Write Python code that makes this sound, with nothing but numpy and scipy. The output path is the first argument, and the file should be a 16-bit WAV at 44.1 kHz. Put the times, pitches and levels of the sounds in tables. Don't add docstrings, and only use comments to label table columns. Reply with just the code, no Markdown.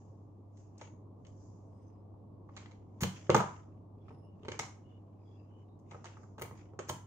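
import sys
import numpy as np
from scipy import signal
from scipy.io import wavfile
from scipy.ndimage import map_coordinates

SR = 44100
rng = np.random.default_rng(int(sys.argv[2]) if len(sys.argv) > 2 else 0)


def dump(signal):
    limited = np.clip(np.atleast_2d(signal).T, -1, 1)
    pcm = np.round(limited * 32767).astype(np.int16)
    wavfile.write(sys.argv[1], SR, pcm)


N = 311346

# t/s, tool tip/dB, bench knock/dB, weight (boom over knock)/dB,
# sharpness (finest edge over tip)/dB, hardness (tilt of the knock)/dB per octave,
# extra shell rattle/dB, lean to the left/dB
CONTACTS = [(0.5712, -78, -99, 6, -32, 0, -6, -10), (0.78, -72, -85, 6, -29, 6, -18, 6),
            (0.8128, -67.5, -52, -10, -41, 1, -2, 2), (1.2494, -85.5, -92, 12, -31, -4, 7.5, 6),
            (1.2674, -78, -93, 16, -37, 1, -1, -9), (2.4906, -100, -62, -8, -30, 4, 5, -1),
            (2.5653, -66, -58.5, -18, -46, 4, 5.5, -3), (2.574, -68.5, -61.5, -4, -46, -4, 5.5, -2),
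            (2.619, -88, -70, -15, -46, 0, 7, 0), (2.6579, -88, -65, -17, -40, 8, 11.5, 3),
            (2.7123, -79.5, -72, -10, -40, 0, 6, -8), (3.007, -57, -56, -8, -10.5, -5, -3, -4),
            (3.014, -56, -54, -1, -5, 2, -3, 9), (3.022, -55.5, -56, 18.5, -8, 6, -1, 3),
            (3.0332, -49, -39.5, -1.5, -10, -2.5, 1.5, -6), (3.2952, -66, -28.5, -7, -28.5, -4.5, -14, -2),
            (3.3005, -51, -42.5, -0.5, -26, 3, 5.5, -1.5), (3.3456, -45.5, -24, -10, -17.5, 6, -0.5, -1),
            (3.352, -64, -38.5, -3.5, -23, -6.5, 13.5, -5), (3.3635, -50, -39, -9, -22, -7, 2, 1),
            (3.4031, -57, -34, -23, -20, 0.5, -2.5, -1.5), (3.436, -81, -45.5, -15, -16, -2, -1, 8),
            (3.458, -79.5, -52, -2, -29, 2.5, -3, 1.5), (3.472, -84, -53, -15, -28, 2, -6, 5),
            (3.488, -80, -65, -12, -28, 4, -2, 3), (4.0833, -100, -60.5, -11, -14, 2.5, 7, -1),
            (4.106, -100, -60, -7.5, -23.5, -5, 0, 1), (4.4327, -89, -64.5, -2, -29, -8.5, 9, -3),
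            (4.4495, -80.5, -56.5, -7, -32, -4.5, 9.5, -2), (4.4831, -65.5, -50, -14, -21, -8.5, 10.5, -3),
            (4.5176, -61.5, -53, -11, -38, -6.5, 3, -1.5), (4.538, -90, -55.5, -17, -35, -6, -6, -1.5),
            (4.5918, -45.5, -43.5, -15, -21.5, -0.5, -1.5, -1.5), (4.597, -61, -58.5, 0, -27, -5, 5, -5),
            (4.6227, -86, -58.5, -7, -28, 4, 0, -2), (4.632, -71.5, -54.5, -20, -33, 7, 0, -1.5),
            (5.7914, -89, -97, 18.5, -17.5, 10, -11, -8), (5.9108, -72, -66, -27, -50, 13, 1, 5.5),
            (5.918, -89, -60, -17.5, -32, 1, -6, -7), (5.934, -91, -61, -7, -35, 4, -7, -5),
            (5.9461, -100, -52, -4, -41, -1, -7, -1), (6.0437, -66.5, -59.5, -7.5, -37, 15.5, -2, -4.5),
            (6.0548, -67.5, -57, -9, -50, 16, 1.5, -0.5), (6.065, -73, -70, -20, -47, -12, 3, -2),
            (6.17, -87, -64.5, -22, -21, 15, -8, 1), (6.2334, -86, -63, -12, -20.5, 1.5, -11.5, -7),
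            (6.3817, -75.5, -53.5, -1, -15, 1.5, 3.5, 1), (6.395, -76.5, -62, -3.5, -5, 12.5, 4.5, 4.5),
            (6.414, -71, -48.5, -1.5, -4, 0.5, -7.5, -0.5), (6.4195, -61, -49.5, -7, -5, -3, 6, 2.5),
            (6.451, -89, -57, -8, -8, 7, -4, -2), (6.511, -93, -58, -2, -17, -3, 3, 1),
            (6.7358, -102, -69, -4, -17, -11.5, -16, -5), (6.7908, -61, -41, -17, -45, -2.5, -1.5, -12),
            (6.886, -69, -61, -6, -7, -10.5, -5, 17), (6.8924, -51.5, -48.5, -2, -11.5, 0, -6, -9.5),
            (6.896, -53.5, -43, -3, -9.5, -5, 2, -1)]
# f/Hz, likeness (1 = the same)
LIKENESS = [(60, 0.65), (180, 1), (550, 0.43), (1650, 0.084), (4970, 0.0068), (15000, 0.012)]


def bench_knocks():
    # f/Hz, level/dB, fade time/s
    boom_tones = [(98, -11.5, .06), (127, 0, 0.09), (144, -1.5, 0.24), (182.8, 4.5, 0.065),
                  (204, 1.5, 0.058), (293, -3.5, 0.039)]
    thud_tones = [(392, -3.5, 0.012), (470, -1, 0.042), (532, 1.5, 0.018), (580, 2.5, 0.027)]
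    knock_tones = [(816, -3.5, 0.015), (912, -0.5, 0.013), (1016, 5, 0.014), (1240, 1.5, 0.013),
                   (1380, -8.5, 0.0037), (1540, -6.5, 0.012)]
    push_tones = [(280, 4, 0.0078), (696, -3.5, 0.0029), (1064, -2.5, 0.0011), (1740, -2.5, 0.0053)]
    _, _, knock_db, weight_db, _, hardness, _, _ = np.transpose(CONTACTS)
    thud_db = knock_db - 4 + 0.068 * weight_db
    boom = struck(boom_tones, knock_db + weight_db, 0, chatter=0.3, width=0.12, order=3)
    thud = struck(thud_tones, thud_db, hardness, chatter=0.34, width=0.71, order=2)
    knock = struck(knock_tones, knock_db, hardness, chatter=0.39, width=0.94, order=2)
    push = struck(push_tones, knock_db + 5.5, hardness, chatter=0.075, width=0.25, order=1)
    return from_right(boom + thud + knock + push, lag_samples=5)


def shell_clacks():
    # f/Hz, level/dB, fade time/s
    shell_tones = [(1900, -4, .004), (2150, 0, .006), (2550, -7, .003), (3050, -1, .006), (3600, -5, .003),
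                   (4200, -4, .003)]
    _, tip_db, knock_db, _, _, _, rattle_db, _ = np.transpose(CONTACTS)
    shaking = from_db(tip_db + 7.5) + from_db(knock_db - 21.5)
    clacks = struck(shell_tones, rattle_db + 20 * np.log10(shaking), 0, chatter=0.87, width=1.0, order=4)
    return from_right(clacks, lag_samples=6)


def tool_ticks():
    # f/Hz, level/dB, fade time/s
    tip_tones = [(4860, 0.5, 0.002), (5320, 7, 0.0031), (6270, 13.5, 0.0035), (6573, 12, 0.004),
                 (7440, -4, 0.002)]
    edge_tones = [(8620, 9.5, 0.0039), (9930, 11, 0.0056), (11270, 11.5, 0.0044), (12300, 11, 0.0027),
                  (14200, 7.5, .004), (15300, 11.5, .004)]
    _, tip_db, _, _, sharp_db, _, _, _ = np.transpose(CONTACTS)
    tilt = 0.8 * (sharp_db + 10.5)
    tips = struck(tip_tones, tip_db, 0, chatter=0.48, width=1.0, order=7)
    edge = struck(edge_tones, tip_db + sharp_db, tilt, chatter=1.3, width=0.5, order=4,
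                  pivot_hz=edge_tones[1][0])
    return from_right(tips + edge, lag_samples=6)


def tweezer_pings():
    # t/s, level/dB
    taps = [(0.814, -65), (1.268, -86)]
    # f/Hz, level/dB, fade time/s
    blade_tones = [(5620, -4, .1), (6600, 0, 0.28), (6680, -6, .2)]
    clicks = np.zeros(N)
    for s, level_db in taps:
        clicks[int(s * SR)] = from_db(level_db)
    rings = sum(from_db(db) * ring(clicks, hz, fade_s) for hz, db, fade_s in blade_tones)
    return keep_band(rings, 4500, 9000, order=4)


def plier_jaws():
    click = from_db(-51) * (np.arange(N) == int(3.372 * SR))
    return ring(click, hz=15250, fade_s=0.11)


def room_echoes(sound):
    # f/Hz, fade time/s, relative level/dB
    echo_bands = [(145.7, 0.27, -12.5), (376, 0.19, -11.5), (1010, 0.4, -17), (2810, 0.32, -10.5),
                  (6150, 0.33, -14), (9600, 0.17, -20), (13700, 0.27, -17.5)]
    t = np.arange(SR // 2) / SR
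    echoes = 0
    for hz, fade_s, level_db in echo_bands:
        noise = keep_band(rng.standard_normal((2, len(t))), hz / 1.415, min(hz * 1.65, .45 * SR))
        echoes = echoes + from_db(level_db - 60 * t / fade_s) * left_right(noise, hz)
    fade_in = np.clip(t / 0.00027, 0, 1)
    echoed = signal.fftconvolve(sound.mean(0)[None], echoes * fade_in * from_db(-19), axes=1)
    wobble_s = 0.00008
    return np.array([map_coordinates(side, [np.arange(N) + wobble_s * SR * drift(60)], order=3)
                     for side in echoed])


def rustle():
    # loudest t/s, length/s, level/dB, brightness (0 to 1)
    rubs = [(0.0, 0.67, -76, 0.78), (0.605, 0.32, -71.5, 0.76), (0.829, 0.18, -59, 0.25),
            (1.268, 0.11, -71, 0.35), (1.425, 0.75, -73, 0.95), (1.83, 1, -88, 0.07),
            (2.606, 0.32, -60.5, 0.42), (3.163, 0.53, -56, 0.46), (3.51, 0.33, -61, 0.43),
            (4.089, 0.33, -75, 0.1), (4.548, 0.52, -61.5, 0.33), (4.908, 0.78, -87.5, 0.26),
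            (5.324, 0.91, -80.5, 0.4), (5.596, 0.18, -83, 0.33), (5.926, 0.21, -64, 0.49),
            (6.083, 0.4, -63.5, 0.4), (6.23, 0.36, -78.5, 1), (6.577, 0.26, -62, 0.33),
            (6.888, 0.057, -47, 0.44)]
    # f/Hz, relative level/dB
    dull_spectrum = [(600, -28.5), (1300, 1), (1690, 1), (2920, -1.5), (4150, -14.5), (5110, -10.5),
                     (6730, -13.5), (11000, -26.5), (14300, -69), (22000, -120)]
    bright_spectrum = [(880, -36), (1500, -8), (1960, -21.5), (3980, -29), (4900, -8), (6670, -1),
                       (8930, -20.5), (11000, -41.5), (14300, -59), (22000, -120)]
    rise_share, ends_db = 0.34, -26.5
    t, dull_gain, bright_gain = np.arange(N) / SR, 0, 0
    for s, length, level_db, brightness in rubs:
        from_peak = np.maximum((s - t) / rise_share, (t - s) / (1 - rise_share)) / length
        gain = from_db(level_db + ends_db * from_peak)
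        dull_gain += (1 - brightness) * gain
        bright_gain += brightness * gain
    dull = banded_noise(dull_spectrum, flicker_db=3, flicker_rate=6, edge_count=36)
    bright = banded_noise(bright_spectrum, flicker_db=1.5, flicker_rate=8, edge_count=24)
    grit = from_db(3.5 * drift(90))
    return keep_below(dull_gain * grit * dull + bright_gain * bright, hz=7600, order=12)


def faint_hisses():
    # start t/s, length/s, f/Hz, level/dB
    hisses = [(1.8, 0.15, 6100, -86.5), (4.03, 0.31, 5240, -88), (4.039, 0.3, 9900, -93),
              (3.967, .13, 3340, -90), (4.846, 0.16, 3480, -89), (4.196, 0.18, 2850, -82),
              (4.83, .18, 2900, -76), (5.173, 0.33, 4940, -87), (5.248, 0.15, 3370, -79.5),
              (5.295, 0.23, 2700, -84.5), (5.476, 0.19, 2980, -80.5), (5.66, 0.13, 3810, -91),
              (1.58, 0.38, 8400, -96), (1.65, 0.4, 5100, -93)]
    half_width = 0.024
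    out = np.zeros((2, N))
    for s, length, hz, level_db in hisses:
        start, size = int(s * SR), int(length * SR)
        white = rng.standard_normal((2, SR // 2))
        noise = keep_band(white, hz * (1 - half_width), hz * (1 + half_width))[:, :size]
        out[:, start:start + size] += from_db(level_db) * rms_one(noise) * np.sqrt(np.hanning(size))
    return from_db(2.5 * drift(28)) * out


def fan():
    # f/Hz, relative level/dB
    fan_spectrum = [(18, -56), (30, -24), (69, -16.5), (81, -12), (102, -10.5), (123, -10.5), (160, -13),
                    (188, -13.5), (213, -23), (243, -11.5), (560, -23.5), (627, -24), (1080, -28.5),
                    (1400, -45.5), (1820, -81.5), (3080, -120)]
    # t/s, level/dB
    fan_levels = [(0.0, -57), (0.53, -59.5), (0.9, -56.5), (4.6, -56.5), (5.4, -58.5), (6.78, -56.5),
                  (7.06, -59)]
    rumble = banded_noise(fan_spectrum, flicker_db=1, flicker_rate=14, edge_count=22)
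    level_db = np.interp(np.arange(N) / SR, *np.transpose(fan_levels))
    return from_db(level_db) * keep_below(rumble, hz=1205, order=7)


def mains_hum():
    # f/Hz, level/dB
    hum_tones = [(100, -55.5), (200, -74), (300, -72.5)]
    t, out = np.arange(N) / SR, 0
    for hz, level_db in hum_tones:
        height = np.sqrt(2) * from_db(level_db + 0.33 * drift(40))
        out += height * np.sin(2 * np.pi * hz * t + 0.11 * drift(6.3))
    return out * from_db([[-.3], [.3]])


def struck(tones, level_db, tilt, chatter, width, order, pivot_hz=900):
    s, lean_db = np.array(CONTACTS)[:, [0, -1]].T
    chatter_s = 0.007
    later = rng.random((len(s), 12)) * (np.arange(12) > 0)
    at = ((s[:, None] + later * chatter_s) * SR).astype(int)
    bounces = rng.standard_normal(at.shape)
    bounces = chatter * bounces / bounces.std(1, keepdims=True)
    strength = from_db(level_db[:, None] - 4.2 * later) * np.where(later > 0, bounces, -1)
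    out = np.zeros((2, N))
    for hz, tone_db, fade_s in tones:
        tilt_db = np.reshape(tilt * np.log2(hz / pivot_hz), (-1, 1))
        share = strength * from_db(tone_db + tilt_db + 2.5 * rng.standard_normal(at.shape))
        clicks = np.zeros((2, N))
        for side, sign in enumerate((.5, -.5)):
            uneven = 1 + width * (later > 0) * rng.standard_normal(at.shape)
            side_gain = from_db(sign * width * np.clip(lean_db, -6, 6))
            np.add.at(clicks[side], at, share * uneven * side_gain[:, None])
        out += ring(clicks, hz, fade_s)
    return keep_band(out, tones[0][0] * .7, tones[-1][0] * 1.12, order)


def ring(clicks, hz, fade_s):
    decay, step = from_db(-60 / (fade_s * SR)), 2 * np.pi * hz / SR
    return signal.lfilter([0, np.sin(step)], [1, -2 * decay * np.cos(step), decay ** 2], clicks + 1e-18)


def banded_noise(spectrum, flicker_db, flicker_rate, edge_count):
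    out, edges = 0, np.geomspace(spectrum[0][0], spectrum[-1][0], edge_count)
    white = rng.standard_normal((2, 2, N))
    for k, (low, high) in enumerate(zip(edges, edges[1:])):
        hz = np.sqrt(low * high)
        gain = from_db(at_hz(spectrum, hz) + flicker_db * drift(flicker_rate))
        out = out + gain * left_right(keep_band(white[k % 2], low, high), hz)
    return rms_one(out)


def left_right(noises, hz):
    common, difference = noises
    alike = at_hz(LIKENESS, hz)
    return np.sqrt(1 + alike) * common + np.sqrt(1 - alike) * difference * [[1], [-1]]


def from_right(sound, lag_samples):
    return np.array([np.roll(sound[0], lag_samples), sound[1]])


def drift(rate):
    r = np.exp(-80 * np.pi * rate / SR)
    slow = signal.lfilter([1], [1, -2 * r, r * r], rng.standard_normal(N // 40 + 2002))[2000:]
    return np.interp(np.arange(N) / 40, np.arange(len(slow)), rms_one(slow))


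def keep_band(x, low_hz, high_hz, order=2):
    return signal.sosfilt(signal.butter(order, [low_hz, high_hz], "band", fs=SR, output="sos"), x)


def keep_below(x, hz, order):
    return signal.sosfilt(signal.butter(order, hz, fs=SR, output="sos"), x)


def at_hz(points, hz):
    pitches, values = np.transpose(points)
    return np.interp(np.log(hz), np.log(pitches), values)


def from_db(db):
    return 10 ** (np.asarray(db) / 20)


def rms_one(x):
    return x / np.sqrt(np.mean(x ** 2) + 1e-20)


def scene():
    hits = bench_knocks() + shell_clacks() + tool_ticks() + tweezer_pings()
    return hits + plier_jaws() + room_echoes(hits) + rustle() + faint_hisses() + fan() + mains_hum()


def record(dry):
    hiss = signal.lfilter([1], [1, -0.8], rng.standard_normal(dry.shape))
    treble_cut = signal.cheby2(16, 70, 16300, fs=SR, output="sos")
    return signal.sosfilt(treble_cut, dry + from_db(-94.5) * hiss)


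dry = scene()
out = record(dry)
dump(out)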